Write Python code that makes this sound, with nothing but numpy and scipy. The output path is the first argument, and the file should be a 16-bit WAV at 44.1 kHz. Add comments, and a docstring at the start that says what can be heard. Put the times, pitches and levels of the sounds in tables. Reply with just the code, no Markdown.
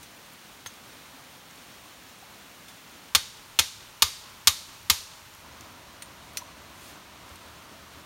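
"""Beside a small campfire, which ticks over the hush of the forest throughout, a heavy knife is set into
the ground with light scrapes and bumps. From 3.1 s it drives a stake with five sharp blows. Each cracks,
rings in stake and blade, thumps the soil and scatters back from the trees; the stake sits ever firmer.
From 6 s bamboo slats are laid on a deck: they clack and knock, and one slides over the others."""
import sys
import numpy as np
from scipy import signal
from scipy.fft import rfft, irfft
from scipy.io import wavfile
from scipy.ndimage import uniform_filter1d

SR = 44100
rng = np.random.default_rng(int(sys.argv[2]) if len(sys.argv) > 2 else 0)


def generate_wav(signal):
    """Clip the signal to [-1, 1] and save it as 16-bit WAV at the path in sys.argv[1]."""
    frames = np.transpose(np.atleast_2d(signal))
    scaled = np.clip(frames, -1, 1) * 32767
    pcm = np.round(scaled).astype(np.int16)
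    wavfile.write(sys.argv[1], SR, pcm)


N = 355394


def amp(db):
    """Decibels to gain."""
    return 10 ** (np.asarray(db) / 20)


def unit(x):
    """Scales to rms 1."""
    return x / np.sqrt(np.mean(x ** 2) + 1e-20)


def read(points, hz):
    """Reads a table on a log-frequency axis."""
    f, value = np.transpose(points)
    return np.interp(np.log(hz + 1), np.log(f + 1), value)


def add(mix, start_s, sound):
    """Mixes a sound in at start_s."""
    part = mix[round(start_s * SR):][:len(sound)]
    part += sound[:len(part)]


def bins(size):
    """FFT bin frequencies in Hz."""
    return np.fft.rfftfreq(size, 1 / SR)


def noise(colour_db, size):
    """Noise of rms 1, shaped bin by bin."""
    return unit(irfft(amp(colour_db) * np.exp(2j * np.pi * rng.random(len(colour_db))), size))


def decay(t, t60_s):
    """Exponential decay from t = 0, silent before."""
    return (t >= 0) * np.exp(-np.log(1000) * np.maximum(t, 0) / t60_s)


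def octaves(hz):
    """Octaves above 4 kHz, held constant below 300 Hz."""
    return np.log2(np.maximum(hz, 300) / 4000)


# Knife blows. Each row: start in seconds, force in dB, second contact's delay in seconds and level in dB,
# hollow knock in Hz, its boost in dB, ringing pitch in Hz, its boost in dB.
BLOWS = [(3.1493, -1, 0.0045, -4, 1500, 4, 3510, 1.5), (3.5892, -2, 0.006, -2.5, 890, -0.5, 3300, .5),
         (4.0212, -1, .0035, -3, 1060, 8, 4860, 3), (4.4723, 1.2, .0055, -4.5, 1110, 6.5, 4040, 2.5),
         (4.8988, -1, 0.0044, -7, 980, 7.5, 3740, -2)]

def hammering(strike_db=-6, forest_db=-2.5, thump_db=-32):
    """The stake sits firmer after each blow: the next is brighter, carries farther, shakes more soil."""
    out = np.zeros(N)
    for firmness, (start_s, force_db, delay_s, second_db, *resonances) in enumerate(BLOWS):
        tilt_db_oct = -1 + 0.31 * firmness + 0.25 * force_db
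        aim = [tilt_db_oct, *resonances]
        scatter_gain = amp(forest_db + 0.72 * firmness) * np.hypot(1, amp(second_db))
        add(out, start_s, amp(strike_db + force_db) * strike(delay_s, second_db, aim))
        add(out, start_s, scatter_gain * blow_scatter(aim))
        add(out, start_s, amp(thump_db + 0.37 * firmness) * soil_thump())
    return out


def emphasis_db(hz, tilt_db_oct, knock_hz, knock_db, ring_hz, ring_db):
    """The aim (point and angle of impact) decides which resonances are stirred most."""
    knock = knock_db * np.exp(-((hz - knock_hz) / 230) ** 2)
    ring = ring_db * np.exp(-((hz - ring_hz) / 300) ** 2)
    return tilt_db_oct * octaves(hz) + knock + ring


# Crack spectrum. Each row: frequency in Hz, relative level in dB.
CRACK_COLOUR = [(100, -47), (190, -26), (420, -20), (650, -19), (850, -13.5), (1150, -10), (1500, -9.5),
                (2000, -6), (2600, -6), (3600, -1), (4600, -1), (6700, -4), (7700, -6.5), (13500, -10),
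                (16000, -19)]

def strike(delay_s, second_db, aim, crack_t60_s=0.04, ground_db=-18.5, modes_db=-21.5, rise_s=0.00029):
    """The blade lands twice; stake and blade ring, and the ground nearby scatters the crack."""
    t, hz = np.arange(16384) / SR, bins(16384)
    contacts = np.hypot(decay(t, crack_t60_s), amp(second_db) * decay(t - delay_s, crack_t60_s))
    envelope = np.hypot(contacts, amp(ground_db) * decay(t, t60_s=0.18))
    crack = noise(read(CRACK_COLOUR, hz) + emphasis_db(hz, *aim), len(t)) * envelope
    return (crack + amp(modes_db) * stake_and_blade(t, aim)) * (1 - np.exp(-t / rise_s))


# Modes; wood dies fast, steel sings on. Each row: frequency in Hz, base level in dB, base t60 in seconds.
STAKE_BLADE_MODES = [(890, -5.5, 0.066), (1201, -1.5, 0.09), (2130, -5, 0.15), (2520, 3, 0.081),
                     (3152, 5.5, 0.074), (3540, -7, 0.12), (3720, -16, 0.46), (3770, -1, 0.18),
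                     (4304, -1.5, 0.11), (4420, -5, 0.2), (4720, -12.5, 0.39), (5000, -9, .14),
                     (5600, -25, 0.26), (5920, 0, 0.15), (6400, -6, 0.14), (6830, 4, .12),
                     (8300, -13, 0.24), (9300, -13, 0.33), (10900, -10, 0.3), (12100, -14, 0.37),
                     (13900, -17, .2)]

def stake_and_blade(t, aim, treble_gain=3.0, spread_db=2.0):
    """A brighter blow makes the top modes sing; those near its ringing pitch last longer."""
    tilt_db_oct, _, _, ring_hz, _ = aim
    out = np.zeros(len(t))
    for hz, db, t60_s in STAKE_BLADE_MODES:
        treble_db = treble_gain * tilt_db_oct * max(octaves(hz), 0)
        stirred_db = emphasis_db(hz, *aim) + treble_db + spread_db * rng.standard_normal()
        sustain = 1 + 0.41 * np.exp(-((hz - ring_hz) / 300) ** 2)
        tone = np.sin(2 * np.pi * (hz * t + rng.random()))
        out += amp(db + stirred_db) * decay(t, t60_s * sustain) * tone
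    return out


# Soil modes. Each row: frequency in Hz, relative level in dB, time to crest in seconds.
SOIL_MODES = [(52, -34, .014), (81, -3.5, 0.018), (198, -8, 0.0076)]

def soil_thump(rumble_hz=80, rumble_db=-15, rumble_t60_s=0.28):
    """The soil takes the push: heavily damped modes swell and fade over a brief rumble."""
    t = np.arange(SR // 3) / SR
    push = sum(amp(db) * np.sin(2 * np.pi * hz * t) * (t / crest_s * np.exp(1 - t / crest_s)) ** 3
               for hz, db, crest_s in SOIL_MODES)
    detuning = (bins(2 * len(t)) - rumble_hz) / (rumble_hz / 2)
    rumble = noise(-20 * np.log10(1 + detuning ** 2), 2 * len(t))[:len(t)]
    return push + amp(rumble_db) * rumble * decay(t, rumble_t60_s)


def blow_scatter(aim):
    """The trees answer a unit-energy click with the colour of the blow."""
    hz = bins(512)
    click = np.fft.fftshift(irfft(amp(read(CRACK_COLOUR, hz) + emphasis_db(hz, *aim))))
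    return forest(click / np.linalg.norm(click))


# Scatter spectrum. Each row: frequency in Hz, relative level in dB.
FOREST_COLOUR = [(200, 16), (600, 9), (1000, 2.5), (1700, -0.5), (4000, -2.5), (7000, -3), (10000, -4),
                 (15000, -4.5)]
# Scatter decay. Each row: frequency in Hz, t60 in seconds.
FOREST_T60 = [(300, 0.14), (1500, 0.29), (4000, 0.62), (8000, 0.66), (15000, 0.31)]

def forest(x, echo_s=0.212, echo_db=-17.0, echo_width_s=0.055, echo_cutoff_hz=7000, rise_s=0.0037):
    """Trunks and leaves scatter the sound; a farther slope gives a blurred echo."""
    hz, t, spectra = signal.stft(rng.standard_normal(SR), SR, nperseg=256)
    hz = hz[:, None]
    blur_s = np.where(t < echo_s, echo_width_s / 4, echo_width_s * 2)
    echo = amp(echo_db) * np.exp(-abs(t - echo_s) / blur_s) / (1 + (hz / echo_cutoff_hz) ** 2)
    envelope = np.hypot(decay(t, read(FOREST_T60, hz)), echo) * (1 - np.exp(-t / rise_s))
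    tail = signal.istft(spectra * amp(read(FOREST_COLOUR, hz)) * envelope, SR, nperseg=256)[1]
    return signal.fftconvolve(x, tail / np.linalg.norm(tail))


# Knife and slat touches. Each row: start in seconds, level in dB, rise and t60 in seconds, tilt in dB per
# octave, resonance in Hz, its boost in dB, settling ring in Hz, its level against the touch in dB.
TOUCHES = [(0.027, -40.5, .002, .06, 0.5, 4000, 0, 6040, -7),
           (0.6605, -30.5, 0.00042, .045, -4, 3400, 13, 6400, -6.5),
           (2.68, -41.5, .0037, .13, -2, 3500, 9, 6400, -14),
           (6.021, -27, 0.0027, 0.031, -1.5, 8960, 13, 8850, -16),
           (6.3714, -22, 0.000087, 0.029, 1.5, 4200, 13, 5920, -10)]
# Knife, hands and knees on soil and deck; the higher bumps are hollow bamboo.
# Each row: start in seconds, level in dB, pitch in Hz.
BUMPS = [(.655, -49, 100), (1.135, -46, 263), (1.853, -44, 1080), (2.222, -44.5, 764), (6.416, -36.5, 987),
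         (7.303, -42, 78)]

def handling(settle_delay_s=0.0046, forest_db=-20):
    """Knife and slats touch and settle among soft bumps and one slide; the trees answer faintly."""
    out = sliding_slat()
    for start_s, db, rise_s, t60_s, tilt_db_oct, peak_hz, peak_db, ring_hz, ring_db in TOUCHES:
        bending_mode = (0.47 * peak_hz, 0.39 * peak_db)
        touch = contact(rise_s, t60_s, tilt_db_oct, [(peak_hz, peak_db), bending_mode])
        settle = contact(rise_s=0.0012, t60_s=0.084, tilt_db_oct=1, resonances=[(ring_hz, 21.5)])
        add(out, start_s, amp(db) * touch)
        add(out, start_s + settle_delay_s, amp(db + ring_db) * settle)
    for start_s, db, hz in BUMPS:
        add(out, start_s, amp(db) * bump(hz))
    return out + amp(forest_db) * forest(out)[:N]


def bump(hz, length_at_1khz_s=0.015):
    """A soft knock: one pitch swells and fades, shorter when higher."""
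    length_s = length_at_1khz_s * (hz / 1000) ** -0.45
    t = np.arange(0, length_s, 1 / SR)
    return np.sin(2 * np.pi * hz * t) * np.sin(np.pi * t / length_s) ** 2


# Contact and friction spectrum. Each row: frequency in Hz, relative level in dB.
CONTACT_COLOUR = [(200, -32), (800, -16), (2200, -5), (5500, -6.5), (9000, -6), (16000, -12.5)]

def contact(rise_s, t60_s, tilt_db_oct, resonances, width_hz=170):
    """A short scrape or clack, coloured by resonances given as (Hz, dB)."""
    t, hz = np.arange(8192) / SR, bins(8192)
    peaks_db = sum(db / (1 + ((hz - peak_hz) / width_hz) ** 2) for peak_hz, db in resonances)
    colour_db = read(CONTACT_COLOUR, hz) + tilt_db_oct * octaves(hz) + peaks_db
    return noise(colour_db, len(t)) * decay(t, t60_s) * (1 - np.exp(-t / rise_s))


def sliding_slat(fastest_at_s=6.88, level_db=-51, rise_s=0.13, fall_s=0.065):
    """Friction hiss follows the speed of the slat."""
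    t = np.arange(N) / SR - fastest_at_s
    speed = np.exp(-(t / np.where(t < 0, rise_s, fall_s)) ** 2)
    return amp(level_db) * speed * noise(read(CONTACT_COLOUR, bins(N)), N)


# Clear fire ticks. Each row: start in seconds, level in dB, spectral peak in Hz.
FIRE_TICKS = [(.325, -48, 13000), (5.349, -43, 11100), (5.609, -38, 6500), (7.292, -44, 8000),
              (7.358, -40, 8400)]

def fire(tiny_per_s=9, tiny_db=-54, t60_s=0.014, peak_db=14, width_hz=1100):
    """Pockets of sap burst: a few clear ticks and many tiny ones."""
    out, t, hz = np.zeros(N), np.arange(2048) / SR, bins(2048)
    draws = rng.random((int(tiny_per_s * N / SR), 3))
    tiny_ticks = [(when * N / SR, tiny_db + 3 * min(-np.log(size), 3), 4000 + 10000 * pitch)
                  for when, size, pitch in draws]
    for start_s, db, peak_hz in list(FIRE_TICKS) + tiny_ticks:
        colour_db = peak_db / (1 + ((hz - peak_hz) / width_hz) ** 2)
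        add(out, start_s, amp(db) * noise(colour_db, len(t)) * decay(t, t60_s))
    return out


# Air spectra at hut, stake and deck. Each row: frequency in Hz, relative level in dB.
HUT_AIR = [(15, -58), (25, -39), (49, -7.5), (256, -2.5), (405, -9), (560, -6.5), (641, -7.5), (734, -6.5),
           (1230, -6.5), (1790, -8.5), (2000, -8.5), (3340, -9.5), (10700, -18.5), (14800, -21),
           (16000, -17)]
STAKE_AIR = [(15, -40), (25, -9.5), (97, -0.5), (170, -6.5), (416, -11), (476, -12), (624, -8),
             (754, -14.5), (818, -6), (1290, -6), (1840, -10), (2690, -9), (16000, -21)]
DECK_AIR = [(15, -45), (25, -23), (74, 0.5), (114, -6), (293, -5.5), (451, -12), (624, -7), (863, -9.5),
            (962, -5), (1480, -9), (1650, -11), (3920, -14), (10400, -23.5), (14800, -26), (16000, -25)]

def forest_air(levels_db=(-48.5, -49.5, -48), changes_s=(3.1, 5.42), flutter_db=0.5):
    """The hush of the forest in three shades, each taking over abruptly from the last; its level flutters
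    slightly."""
    out = np.zeros(N)
    spot = np.searchsorted(changes_s, np.arange(N) / SR)
    for k, colour in enumerate([HUT_AIR, STAKE_AIR, DECK_AIR]):
        crossfade = np.sqrt(abs(uniform_filter1d(1. * (spot == k), size=800)))
        out += crossfade * amp(levels_db[k]) * noise(read(colour, bins(N)), N)
    flutter = unit(uniform_filter1d(rng.standard_normal(N), size=4000))
    return out * amp(flutter_db * flutter)


def scene():
    """All sources, in mono."""
    return (hammering() + handling() + fire() + forest_air())[None]


# Microphone dips. Each row: centre in Hz, width in Hz, gain in dB.
MIC_DIPS = [(4920, 330, -2), (7780, 280, -4), (10390, 440, -4)]

def record(dry, ceiling=0.9, cutoff_hz=15950):
    """Microphone colour, soft overload on the blows, then a low-pass."""
    hz = bins(N)
    dips_db = sum(db * np.exp(-((hz - centre_hz) / width_hz) ** 2) for centre_hz, width_hz, db in MIC_DIPS)
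    coloured = irfft(rfft(dry) * amp(dips_db), N)
    rounded = coloured / (1 + (coloured / ceiling) ** 4) ** 0.25
    lowpass = signal.firwin(401, cutoff_hz, window=("kaiser", 9), fs=SR)
    return signal.oaconvolve(rounded, lowpass[None], "same")


dry = scene()
out = record(dry)
generate_wav(out)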